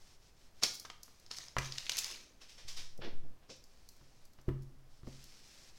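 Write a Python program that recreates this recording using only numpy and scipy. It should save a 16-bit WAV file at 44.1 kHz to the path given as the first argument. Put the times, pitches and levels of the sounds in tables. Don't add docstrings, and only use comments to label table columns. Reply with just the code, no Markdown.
import sys
import numpy as np
from scipy import signal
from scipy.fft import rfft, irfft
from scipy.io import wavfile

SR = 44100
rng = np.random.default_rng(int(sys.argv[2]) if len(sys.argv) > 2 else 0)


def master(y):
    cut = np.clip(np.atleast_2d(y).T, -1, 1)
    pcm = np.round(cut * 32767)
    wavfile.write(sys.argv[1], SR, pcm.astype(np.int16))


N = 255101
TIME = np.arange(N) / SR

# (time [s], thump level [dB], clack level [dB])
KNOCKS = [(0.626, -51, -34.5), (0.850, -56, -42), (0.901, -77, -40), (1.081, -104, -52), (1.311, -67, -43),
          (1.385, -54, -43.5), (1.567, -33, -20.5), (1.583, -26, -51), (2.650, -43.5, -86),
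          (2.79, -45, -79), (2.991, -39.5, -61.5), (3.130, -40, -64), (3.236, -45.5, -66),
          (3.495, -52, -49.5), (4.013, -50, -59), (4.388, -49.5, -52.5), (4.4892, -39, -35.5),
          (5.033, -39, -54.5), (5.072, -38, -49)]
# (frequency [Hz], level [dB])
PLASTIC_TONE = [(150, -14.5), (400, -12), (1000, -6.5), (2000, -5.5), (3200, -4.5), (4500, -1), (6300, 0),
                (7800, -9.5), (11000, -15), (16000, -24.5)]


def from_db(db):
    return 10 ** (np.asarray(db) / 20)


def rms_one(x):
    return x / np.sqrt(np.mean(x ** 2) + 1e-20)


def at_hz(points, hz):
    table = np.array(points)
    return np.interp(np.log(hz), np.log(table[:, 0]), table[:, 1])


def hump(hz, centre_hz, octaves):
    return np.exp(-(np.log2(hz / centre_hz) / octaves) ** 2)


def tone_filter(tone, shape_db=lambda hz: 0, size=2048):
    hz = np.maximum(np.arange(size // 2 + 1) * SR / size, 1)
    cepstrum = irfft(np.log(from_db(at_hz(tone, hz) + shape_db(hz))))
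    cepstrum[1:size // 2] *= 2
    cepstrum[size // 2 + 1:] = 0
    return rms_one(irfft(np.exp(rfft(cepstrum)))) / np.sqrt(size)


def through(x, impulse_response):
    return signal.fftconvolve(x, impulse_response)[:len(x)]


def add(out, s, sound):
    start = max(round(s * SR), 0)
    out[start:start + len(sound)] += sound[:N - start]


def ring(clicks, hz, fade_s):
    decay, angle = from_db(-60 / (fade_s * SR)), 2 * np.pi * hz / SR
    return signal.lfilter([0, np.sin(angle)], [1, -2 * decay * np.cos(angle), decay * decay], clicks + 1e-18)


def friction(count, per_s, spread_db, smooth):
    sizes = from_db(spread_db * np.minimum(rng.exponential(1, count), 4)) * rng.choice([-1, 1], count)
    slips = sizes * (rng.random(count) < per_s / SR)
    return rms_one(rms_one(slips) + smooth * rng.standard_normal(count))


def held(moves, attack_s, fade_s):
    gain = np.zeros(N)
    for s, hold_s, level_db in moves:
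        swell = np.clip(1 + (TIME - s) / attack_s, 0, 1)
        fade_db = -60 * np.maximum(TIME - s - hold_s, 0) / fade_s
        gain = np.maximum(gain, swell * from_db(level_db + fade_db))
    return gain


def stroke(s, level_db, fade_s, colour):
    t = np.arange(SR // 2) / SR - .1
    rise_s = 0.0061 * 2 ** ((-44.5 - level_db) / 25)
    swell_db = np.where(t < 0, -10 * np.abs(t / rise_s), -60 * t / fade_s)
    grain = friction(len(t), per_s=9000, spread_db=2.5, smooth=1.0)
    out = np.zeros(N)
    add(out, s + t[0], through(grain * from_db(level_db + swell_db), colour))
    return out


def hush(level_db=-59.5):
    # (frequency [Hz], level [dB])
    hush_tone = [(6, 11), (14, 10), (25, -5.5), (45, -3.5), (168, -15.5), (600, -20.5), (2200, -29.5),
                 (3200, -31.5), (5400, -31), (8200, -37.5), (15000, -40.5)]
    noise = rng.standard_normal(N + SR)
    return from_db(level_db) * through(noise, tone_filter(hush_tone, size=16384))[SR:]


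def rubbing():
    # (time [s], hold [s], level [dB])
    rubs = [(0.0, .14, -67.5), (0.24, 0.043, -69), (0.395, 0.069, -70), (0.585, 0.017, -68.5),
            (1.04, .24, -70.5), (3.7, .55, -73.5), (4.92, 0.075, -73.5), (5.09, 0.31, -63.5),
            (5.45, .24, -62), (5.77, 0.0072, -66)]
    # (frequency [Hz], level [dB])
    cloth_tone = [(150, 2), (400, -3), (1000, -6), (2000, -1), (3500, 0), (5400, 4.5), (6600, -0.5),
                  (8000, -5), (11000, -13), (16000, -20.5)]
    grain = friction(N, per_s=1700, spread_db=8.0, smooth=2.0)
    return through(grain * held(rubs, attack_s=0.059, fade_s=0.17), tone_filter(cloth_tone))


def thumps(puff_db=19.0, puff_low_hz=110):
    # (pitch [Hz], level [dB], fade time [s])
    table_notes = [(13.93, -29, 5.7), (29.9, -18.5, 0.77), (51.8, -12.5, 0.2), (92.9, -9.5, 0.067),
                   (133.86, -11, 0.56), (167, -7, 0.043), (204.3, -16.5, 0.133), (261.4, -14.5, 0.27),
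                   (338.3, -10.5, 0.14), (362.5, -14.5, 0.28), (454, -25.5, .25)]
    pushes, t = np.zeros(N), np.arange(SR // 16) / SR
    blows = [(s, thump_db, 329 * 2 ** min((clack_db - thump_db) / 28.5, .5))
             for s, thump_db, clack_db in KNOCKS]
    lid = (4.4822, -21.5, 310)
    for s, thump_db, contact_hz in blows + [lid]:
        force = t * np.exp(-2 * np.pi * contact_hz * t)
        add(pushes, s, from_db(thump_db) * force / force.sum())
    puff = signal.sosfilt(signal.butter(1, puff_low_hz, "high", fs=SR, output="sos"), pushes)
    ringing = sum(from_db(db) * ring(pushes, hz, fade_s) for hz, db, fade_s in table_notes)
    return from_db(puff_db) * puff + ringing


def clacks(rattle_db=-3.0, rattle_fade_s=0.11):
    # (pitch [Hz], level [dB], fade time [s])
    wall_notes = [(698, -24.5, 0.0046), (765, -27.5, 0.0198), (1067, -7.5, 0.0084), (1235, -5.5, 0.0097),
                  (1410, -13.5, 0.011), (1730, -14, 0.016), (1947, -16, 0.016), (2800, -13.5, 0.0064)]
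    taps, t = np.zeros(N), np.arange(SR // 16) / SR
    for s, _, clack_db in KNOCKS:
        chatter = rng.standard_normal(len(t)) * from_db(-60 * t / rattle_fade_s)
        tap = from_db(rattle_db) * chatter / np.linalg.norm(chatter)
        tap[0] += 1
        add(taps, s, from_db(clack_db) * tap)
    return sum(from_db(db) * ring(taps, hz, fade_s) for hz, db, fade_s in wall_notes)


def slides(sing_db=1.5, sing_share=0.333):
    # (time [s], level [dB], fade time [s], tilt [dB/octave], treble limit [Hz])
    quick_slides = [(0.628, -37, 0.093, 1, 11800), (0.638, -29, 0.098, 1, 15100),
                    (0.745, -52, .07, 14, 16000), (1.316, -46, 0.06, 1, 12100),
                    (1.37, -47.5, 0.11, 5.5, 15200), (1.987, -27, 0.036, 6.5, 15100),
                    (2.418, -54, 0.24, -1, 15900), (2.495, -56.5, 0.41, 1.5, 15700),
                    (2.585, -54.5, 0.39, -1, 14300), (2.684, -45, 0.3, 1.6, 15200),
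                    (2.772, -45, 0.33, .5, 15300), (3.020, -47, 0.24, -4.5, 4480),
                    (3.046, -46.5, 0.21, -4.5, 5070), (3.432, -65.5, 0.17, -5, 4430),
                    (3.503, -51.5, 0.26, 4, 7500), (4.392, -69, 0.097, -.5, 5980)]
    # (frequency [Hz], level [dB])
    card_tone = [(150, -35), (400, -10), (1000, -11), (2000, -6.5), (3200, -3.5), (4500, -4), (5400, 0),
                 (6500, -7), (7800, -13), (11000, -22), (16000, -28)]
    out = np.zeros(N)
    for s, level_db, fade_s, tilt, limit_hz in quick_slides:
        def shape_db(hz):
            treble_cut = 10 * np.log10(1 + (hz / limit_hz) ** 8)
            singing = sing_db * hump(hz, sing_share * limit_hz, octaves=0.11)
            return tilt * np.log2(hz) - treble_cut + singing
        out += stroke(s, level_db, fade_s, tone_filter(card_tone, shape_db))
    return out


def low_bursts(boost_db=6.0):
    # (time [s], level [dB], fade time [s], pitch [Hz])
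    bursts = [(0.633, -39, 0.08, 406), (2.113, -65, 1, 373), (2.992, -48, .04, 526),
              (3.034, -46, 0.27, 310), (3.076, -47.5, 0.099, 357), (3.248, -59.5, 0.31, 264),
              (3.506, -49, 0.088, 543), (4.487, -35, 0.055, 350), (5.075, -44, .075, 278)]
    # (frequency [Hz], level [dB])
    dull_tone = [(50, -33.5), (130, -10), (220, 4.5), (400, -0.5), (650, -3.5), (1200, -27.5), (4000, -40)]
    out = np.zeros(N)
    for s, level_db, fade_s, pitch_hz in bursts:
        colour = tone_filter(dull_tone, lambda hz: boost_db * hump(hz, pitch_hz, octaves=.45))
        out += stroke(s, level_db, fade_s, colour)
    return out


def snaps(crack=1.2, gain_db=8.5, rise_s=0.00035, fade_cycles=60):
    # (time [s], level [dB], pitch [Hz], treble boost [dB])
    buckles = [(0.6338, -10.5, 4950, 2.5), (0.6361, -11, 4600, 4), (0.6414, -25, 4600, -11),
               (0.8512, -32, 1390, -9), (0.9, -30, 2440, -11), (1.263, -42.5, 4800, 0),
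               (1.3126, -25.5, 5000, -6), (1.3847, -27.5, 5660, 4), (1.483, -34, 5560, -17),
               (1.5837, -17.5, 1970, -0.5), (1.722, -24, 4500, -7), (1.7819, -19, 3750, -4.5),
               (1.8571, -36, 4270, -1), (1.8658, -27, 2650, -18), (1.8944, -15.5, 2740, 1),
               (1.918, -22, 4060, 7), (1.9693, -21, 5500, 15), (1.9796, -23, 5400, 2),
               (1.9865, -22.5, 5200, 5), (2.044, -22.5, 5400, 10), (2.1133, -30, 5750, 9)]
    out, t = np.zeros(N), np.arange(SR // 16) / SR
    for s, level_db, pitch_hz, treble_db in buckles:
        envelope = from_db(-60 * t * pitch_hz / fade_cycles) * (1 - np.exp(-t / rise_s))
        burst = rng.standard_normal(len(t)) * envelope
        burst[SR // 1000] += crack
        patch_db = lambda hz: 10 * hump(hz, pitch_hz, octaves=.55) + treble_db / (1 + (8500 / hz) ** 6)
        snap = through(burst / np.linalg.norm(burst), tone_filter(PLASTIC_TONE, patch_db))
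        add(out, s, from_db(level_db + gain_db) * snap)
    return out


def ticks(fade_s=0.025, crack=2.4, gain_db=8.5):
    # (time [s], level [dB])
    clicks = [(0.743, -35), (0.753, -32), (0.767, -42), (0.7979, -30.5), (1.032, -32), (1.198, -46),
              (2.977, -45), (3.64, -45.5), (3.889, -36), (4.253, -45.5), (5.241, -39.5)]
    # (frequency [Hz], level [dB])
    nail_tone = [(300, -15), (2000, -55), (4500, 7), (6300, 4.5), (8000, -3.5), (12000, -2.5), (16000, -9)]
    fidgets = [(rng.uniform(3.55, 4.65), rng.uniform(-52.5, -46.5)) for _ in range(6)]
    out, t = np.zeros(N), np.arange(SR // 32) / SR
    for s, level_db in clicks + fidgets:
        burst = rng.standard_normal(len(t)) * from_db(-60 * t / fade_s)
        burst[0] += crack
        add(out, s, from_db(level_db + gain_db) * burst / np.linalg.norm(burst))
    return through(out, tone_filter(nail_tone))


def crinkle(gain_db=-3.0, buckles_per_s=280, spread_db=1.5):
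    # (time [s], hold [s], level [dB])
    crumples = [(1.32, .025, -53), (1.40, .025, -52), (1.625, 0.026, -46), (1.72, .15, -50.5),
                (1.90, 0.21, -45)]
    pitches_hz = np.geomspace(1900, 7000, 14)
    sizes = from_db(spread_db * np.minimum(rng.exponential(1, N), 3)) * rng.choice([-1, 1], N)
    clicks = sizes * (rng.random(N) < buckles_per_s / SR)
    chosen = rng.integers(0, len(pitches_hz), N)
    buckles = sum(ring(clicks * (chosen == k), hz, fade_s=0.014) for k, hz in enumerate(pitches_hz))
    rub = friction(N, per_s=700, spread_db=3.5, smooth=.4)
    colour = tone_filter(PLASTIC_TONE)
    grain = rms_one(through(buckles, colour)) + rms_one(through(rub, colour))
    return from_db(gain_db) * rms_one(grain) * held(crumples, attack_s=0.011, fade_s=0.47)


def wafts():
    # (time [s], peak level [dB], width [s])
    dips = [(2.787, -33, 0.05), (2.974, -36, 0.085), (3.173, -25, 0.053), (4.48, -51, 0.0033)]
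    out = np.zeros(N)
    for s, peak_db, width_s in dips:
        offset = (TIME - s) / width_s
        out += from_db(peak_db) * (offset ** 2 - 1) * np.exp(-offset ** 2 / 2)
    return out


def room(x, wet_db, bass_db=-7.0, build_s=0.006):
    # (frequency [Hz], fade time [s])
    fade_times = [(125, 0.95), (400, 0.48), (1500, 0.49), (5000, 0.39), (14000, 0.34)]
    t, tail = TIME[:SR], 0
    edges_hz = np.geomspace(70, 18000, 9)
    for low, high in zip(edges_hz, edges_hz[1:]):
        hz = np.sqrt(low * high)
        decay = from_db(-60 * t / at_hz(fade_times, hz)) * (1 - np.exp(-t / build_s))
        octave = signal.butter(2, [low, high], "band", fs=SR, output="sos")
        band = signal.sosfilt(octave, rng.standard_normal(SR))
        tail = tail + band * decay / np.linalg.norm(decay) * from_db(bass_db / (1 + hz / 500))
    return x + from_db(wet_db) * through(x, tail)


def scene():
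    background = hush()
    handling = snaps() + slides() + crinkle() + ticks() + low_bursts() + clacks() + rubbing()
    return (room(handling, wet_db=-5.5) + room(thumps(), wet_db=-4.0) + wafts() + background)[None]


def record(dry, cutoff_hz=16200):
    return signal.sosfilt(signal.ellip(10, .2, 80, cutoff_hz, fs=SR, output="sos"), dry)


dry = scene()
out = record(dry)
master(out)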